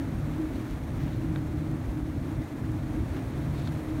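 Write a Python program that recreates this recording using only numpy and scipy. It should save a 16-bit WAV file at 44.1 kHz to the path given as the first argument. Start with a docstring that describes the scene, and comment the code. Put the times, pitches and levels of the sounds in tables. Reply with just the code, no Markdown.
"""At the foot of a huge steel lattice mast at dusk, pines around, one microphone on the ground.
From the start wind rumbles and drones in the girders, eddies off the bars sound two wavering hums,
and the distant pines hiss. Soft rustles, scuffs and tiny snaps come close by, then a dry tick at 1.4 s.
Near 2.5 s the lower hum sinks away and two more snaps follow. It swells back after 3.2 s,
among more rustles and scuffs, with a second tick at 3.7 s."""
import sys
import numpy as np
from scipy import signal
from scipy.fft import rfft, irfft
from scipy.io import wavfile
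from scipy.ndimage import uniform_filter1d

SR = 44100
rng = np.random.default_rng(int(sys.argv[2]) if len(sys.argv) > 2 else 0)


def store_pcm(level_fs):
    """Save levels as 16-bit WAV."""
    pcm = np.round(np.clip(level_fs, -1, 1) * 32767).astype(np.int16)
    wavfile.write(sys.argv[1], SR, np.atleast_2d(pcm).T)


N = 176400

# Spectra of the wind in the mast overhead (f/Hz, relative level/dB)
BUFFET_SPECTRUM = [(18, -34), (30, -8), (46, 1), (62, 3), (85, -20)]  # deepest push of the gusts
RUMBLE_SPECTRUM = [(30, -32), (55, -4), (75, 4.5), (115, 5.5), (145, 1), (175, -8), (215, -5.5), (400, -44)]  # the girders
DRONE_SPECTRUM = [(150, -11), (205, -5.5), (245, 0), (268, 5), (290, 1.5), (325, -1.5), (360, -7.5),
                  (420, -17.5), (600, -44)]  # the thinner bars
# How each voice of the mast swells with the gusts, before its trim (t/s, level/dB)
BUFFET_GUSTS = [(0.0, -46), (0.19, -40), (0.4, -41.5), (0.57, -37), (0.63, -59), (0.71, -31.5), (0.88, -49),
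                (0.9, -37.5), (1.59, -43.5), (1.64, -56), (1.73, -38), (1.92, -35), (1.96, -56),
                (2.04, -28), (2.07, -47), (2.21, -37), (2.26, -55), (2.41, -33), (2.47, -53), (3.02, -33.5),
                (3.06, -43), (3.41, -48), (3.43, -36), (3.71, -51), (3.97, -40), (4.0, -52)]
RUMBLE_GUSTS = [(0.0, -38), (0.15, -33), (0.21, -35), (0.3, -34), (0.41, -43), (0.5, -39), (0.8, -39.5),
                (0.98, -32.5), (1.2, -34), (1.75, -35), (1.98, -37), (2.15, -34), (2.26, -38), (2.39, -33),
                (2.48, -44.5), (2.58, -40), (2.65, -31.5), (2.88, -35), (2.95, -36), (3.02, -32),
                (3.28, -36), (3.56, -32.5), (3.79, -37), (3.86, -46), (3.91, -33.5), (4.0, -34.5)]
DRONE_GUSTS = [(0.0, -33), (0.09, -35), (0.21, -40), (0.33, -37), (0.4, -32.5), (0.48, -39.5), (0.55, -33),
               (0.79, -40.5), (1.08, -36.5), (1.43, -37.5), (1.75, -37.5), (1.97, -39), (2.22, -35),
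               (2.42, -37), (2.48, -44), (2.56, -37.5), (2.9, -38.5), (3.0, -34), (3.07, -41.5),
               (3.14, -31.5), (3.25, -39.5), (3.38, -38), (3.9, -39), (4.0, -31)]
LOW_HUM_GUSTS = [(0.08, -39), (0.14, -43), (0.24, -32), (0.34, -32), (0.44, -44.5), (0.75, -39.5),
                 (1.11, -30.5), (1.19, -41), (1.32, -27), (1.5, -39), (1.6, -30.5), (1.98, -38.5),
                 (2.38, -35.5), (2.49, -55), (2.7, -50), (3.2, -55), (3.31, -44), (3.39, -28.5),
                 (3.56, -36.5), (3.72, -27), (3.9, -54)]
HIGH_HUM_GUSTS = [(0.0, -45), (0.37, -51.5), (0.4, -29), (0.48, -38.5), (0.99, -46.5), (1.04, -32.5),
                  (1.15, -58), (1.19, -35.5), (1.7, -36), (1.82, -49), (1.93, -33), (2.22, -50),
                  (2.42, -32.5), (2.46, -53), (2.52, -39.5), (2.96, -35.5), (2.99, -33.5), (3.14, -55),
                  (3.17, -42), (3.26, -56), (3.4, -28.5), (3.44, -49), (3.63, -32), (3.68, -61), (3.7, -41),
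                  (3.89, -34.5), (3.91, -37), (4.0, -44)]

# Soft rustles near the microphone (centre t/s, length/s, level/dB, treble share/dB)
RUSTLE_SWELLS = [(0.335, 0.042, -55.5, -21), (.63, 0.3, -60, -7), (1.005, 0.07, -54.5, -11),
                 (1.115, 0.15, -56, -11), (3.17, 0.05, -49.5, -14), (3.335, 0.027, -54, -14)]
# Scuffs, higher and drier (centre t/s, length/s, level/dB)
SCUFF_SWELLS = [(.56, .045, -59), (.71, .07, -58.5), (1.14, .05, -60), (3.59, .09, -54.5),
                (3.669, .03, -55.5)]
# Dry ticks (t/s, ring peak/dB, crack peak/dB)
TICK_HITS = [(1.3601, -28.5, -36), (3.675, -35, -29.5)]
# Resonances of a tick (f/Hz, relative level/dB, t60/s)
TICK_RESONANCES = [(1590, 0, .010), (1880, -4, .009), (2280, -3, .008), (2900, -8, .004), (3600, -1, .0045)]
# Catching grit and tiny bright snaps (t/s, peak/dB)
GRIT_HITS = [(.339, -40), (.5728, -42), (.9055, -39), (1.0056, -37), (1.0157, -41), (3.1469, -36),
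             (3.169, -32.5), (3.6809, -40), (3.6922, -41)]
SNAP_HITS = [(0.7106, -42), (1.0386, -43), (1.7148, -41.5), (2.719, -42), (2.884, -47), (3.7231, -40)]
# Spectra of these close sounds (f/Hz, relative level/dB)
RUSTLE_SPECTRUM = [(500, 0), (1100, 4), (2000, 3), (2800, -0.5), (4200, -6.5), (5000, -20), (9000, -38)]
RUSTLE_TREBLE_SPECTRUM = [(2500, -31), (6000, 1), (9000, -15), (15000, -4)]
SCUFF_SPECTRUM = [(900, -8), (1800, -2), (3000, -1), (4300, 1), (5000, -9), (8000, -16), (14000, -26)]
CRACK_SPECTRUM = [(500, -14), (1300, 0), (2500, -2), (3500, 0), (4200, 1.5), (5000, -9), (7500, -13),
                  (10000, -26), (16000, -38)]
GRIT_SPECTRUM = [(400, -25), (1100, -2), (2100, 0), (2800, -10), (4300, -13), (6000, -25), (16000, -45)]
SNAP_SPECTRUM = [(800, -15), (4000, 0), (14000, -1), (17000, -25)]

# Hiss of air in the distant pines (f/Hz, relative level/dB)
PINE_SPECTRUM = [(200, -1), (420, -0.5), (620, 0.5), (800, -4.5), (1200, -7.5), (2150, -12.5),
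                 (2900, -20.5), (3600, -20.5), (4400, -23.5), (4850, -27.5), (5600, -26), (6800, -26.5),
                 (7600, -29), (9200, -27), (9900, -29.5), (10400, -33), (11200, -29), (15500, -33)]


def mast():
    """Wind through the steel lattice overhead: three bands of noise and two hums ride the gusts."""
    buffet = wind_band(BUFFET_SPECTRUM, even_s=0.17, trim_db=-0.5) * curve(BUFFET_GUSTS)
    rumble = wind_band(RUMBLE_SPECTRUM, even_s=0.16, trim_db=1.1) * curve(RUMBLE_GUSTS)
    drone = wind_band(DRONE_SPECTRUM, even_s=0.14, trim_db=-0.5) * curve(DRONE_GUSTS)
    low_hum = hum(hz=151.1, waver_hz=5.3, waver_rate=20.4, flutter_db=2, trim_db=-4)
    high_hum = hum(hz=312.7, waver_hz=5.45, waver_rate=12.7, flutter_db=3, trim_db=-2.3)
    return buffet + rumble + drone + low_hum * curve(LOW_HUM_GUSTS) + high_hum * curve(HIGH_HUM_GUSTS)


def wind_band(spectrum, even_s, trim_db):
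    """Turbulent air on the steel: noise with its quick flutter kept, swells slower than even_s levelled."""
    rush = noise(spectrum)
    power = uniform_filter1d(rush ** 2, int(even_s * SR))
    return undb(trim_db) * rush / np.sqrt(power + 1e-9)


def hum(hz, waver_hz, waver_rate, flutter_db, trim_db):
    """Eddies shed by bars of one thickness: a tone that wavers and flutters in the turbulence."""
    phase = 2 * np.pi * np.cumsum(hz + waver_hz * wander(waver_rate)) / SR
    flutter = undb(flutter_db * wander(17))
    return undb(trim_db) * unit(np.sin(phase) * flutter)


def rustles_and_scuffs(grain_db=2):
    """Rubbing close to the microphone: short grainy swells of noise, some soft, some dry."""
    body = noise(RUSTLE_SPECTRUM)
    scuff = noise(SCUFF_SPECTRUM)
    treble = noise(RUSTLE_TREBLE_SPECTRUM)
    rustles = sum(undb(db) * swell(s, length) * (body + undb(treble_db) * treble)
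                  for s, length, db, treble_db in RUSTLE_SWELLS)
    scuffs = sum(undb(db) * swell(s, length) * scuff for s, length, db in SCUFF_SWELLS)
    grain = unit(undb(grain_db * wander(150)))
    return (rustles + scuffs) * grain


def ticks(attack_s=0.0003, tail_s=0.008, tail_db=-25):
    """Dry ticks close by: a crack with a short scatter behind it rings a few damped resonances."""
    out = np.zeros(N)
    scatter = noise(CRACK_SPECTRUM)
    for s, ring_db, crack_db in TICK_HITS:
        age = np.maximum(np.arange(N) / SR - s, 0)
        ring = sum(undb(db) * np.sin(2 * np.pi * hz * age) * np.exp(-np.log(1000) * age / t60)
                   for hz, db, t60 in TICK_RESONANCES)
        ring *= 1 - np.exp(-age / attack_s)
        crack = clicks([(s, crack_db)], CRACK_SPECTRUM)
        tail = (age > 0) * undb(crack_db + tail_db) * np.exp(-age / tail_s) * scatter
        out += undb(ring_db) * peak(ring) + crack + tail
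    return out


def grit_and_snaps():
    """Close by, dull grit catches in the rustles and tiny bright snaps die within a millisecond."""
    return clicks(GRIT_HITS, GRIT_SPECTRUM) + clicks(SNAP_HITS, SNAP_SPECTRUM)


def pines(level_db=-44, swell_db=0.7, flicker_db=0.72):
    """Air through the distant pines: a smooth hiss that barely stirs."""
    gain = undb(level_db + swell_db * wander(0.4) + flicker_db * wander(22))
    return gain * noise(PINE_SPECTRUM)


def clicks(rows, spectrum, size=2048):
    """Sudden contacts (t/s, peak/dB), each ringing out with a spectrum (f/Hz, level/dB)."""
    hz, db = np.array(spectrum).T
    f = np.maximum(np.arange(size // 2 + 1) * SR / size, 1)
    gain = undb(np.interp(np.log(f), np.log(hz), db))
    cepstrum = irfft(np.log(gain))
    minimum_phase = np.exp(rfft(2 * cepstrum[:size // 2], size))  # packs the energy at the onset
    response = peak(irfft(minimum_phase))
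    hits = np.zeros(N)
    for s, peak_db in rows:
        hits[int(s * SR)] += undb(peak_db)
    return signal.fftconvolve(hits, response)[:N]


def noise(spectrum):
    """Noise of rms 1 with a spectrum (f/Hz, level/dB), falling steeply above the last point."""
    hz, db = np.array(spectrum).T
    f = np.maximum(np.arange(N // 2 + 1) * SR / N, 1)
    gain = undb(np.interp(np.log(f), np.log(hz), db)) * np.minimum(hz[-1] / f, 1) ** 2
    return unit(irfft(rfft(rng.standard_normal(N)) * gain, N))


def wander(rate):
    """Random drift of rms 1 that changes about rate times a second."""
    f = np.arange(N // 2 + 1) * SR / N
    lowpass = np.exp(-0.5 * (f / rate) ** 2) * (f > 0)
    return unit(irfft(rfft(rng.standard_normal(N)) * lowpass, N))


def curve(rows):
    """Gain along a table (t/s, level/dB)."""
    s, db = np.array(rows).T
    return undb(np.interp(np.arange(N) / SR, s, db))


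def swell(s, length):
    """A bell-shaped rise and fall around time s."""
    return np.exp(-2 * ((np.arange(N) / SR - s) / length) ** 2)


def undb(db):
    """Decibels to gain."""
    return 10 ** (np.asarray(db) / 20)


def unit(x):
    """Scale to rms 1."""
    return x / np.sqrt(np.mean(x ** 2))


def peak(x):
    """Scale to a peak of 1."""
    return x / np.abs(x).max()


def scene():
    """From the ground, in mono: the mast overhead, the pines far off, small sounds close by."""
    return (mast() + pines() + rustles_and_scuffs() + ticks() + grit_and_snaps())[None]


def record(dry):
    """The microphone drops the bass below 22 Hz and the recorder cuts the top above 15750 Hz."""
    low_cut = signal.butter(2, 22, "high", fs=SR, output="sos")
    high_cut = signal.ellip(10, 0.1, 80, 15750, fs=SR, output="sos")
    return signal.sosfilt(high_cut, signal.sosfilt(low_cut, dry))


dry = scene()
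out = record(dry)
store_pcm(out)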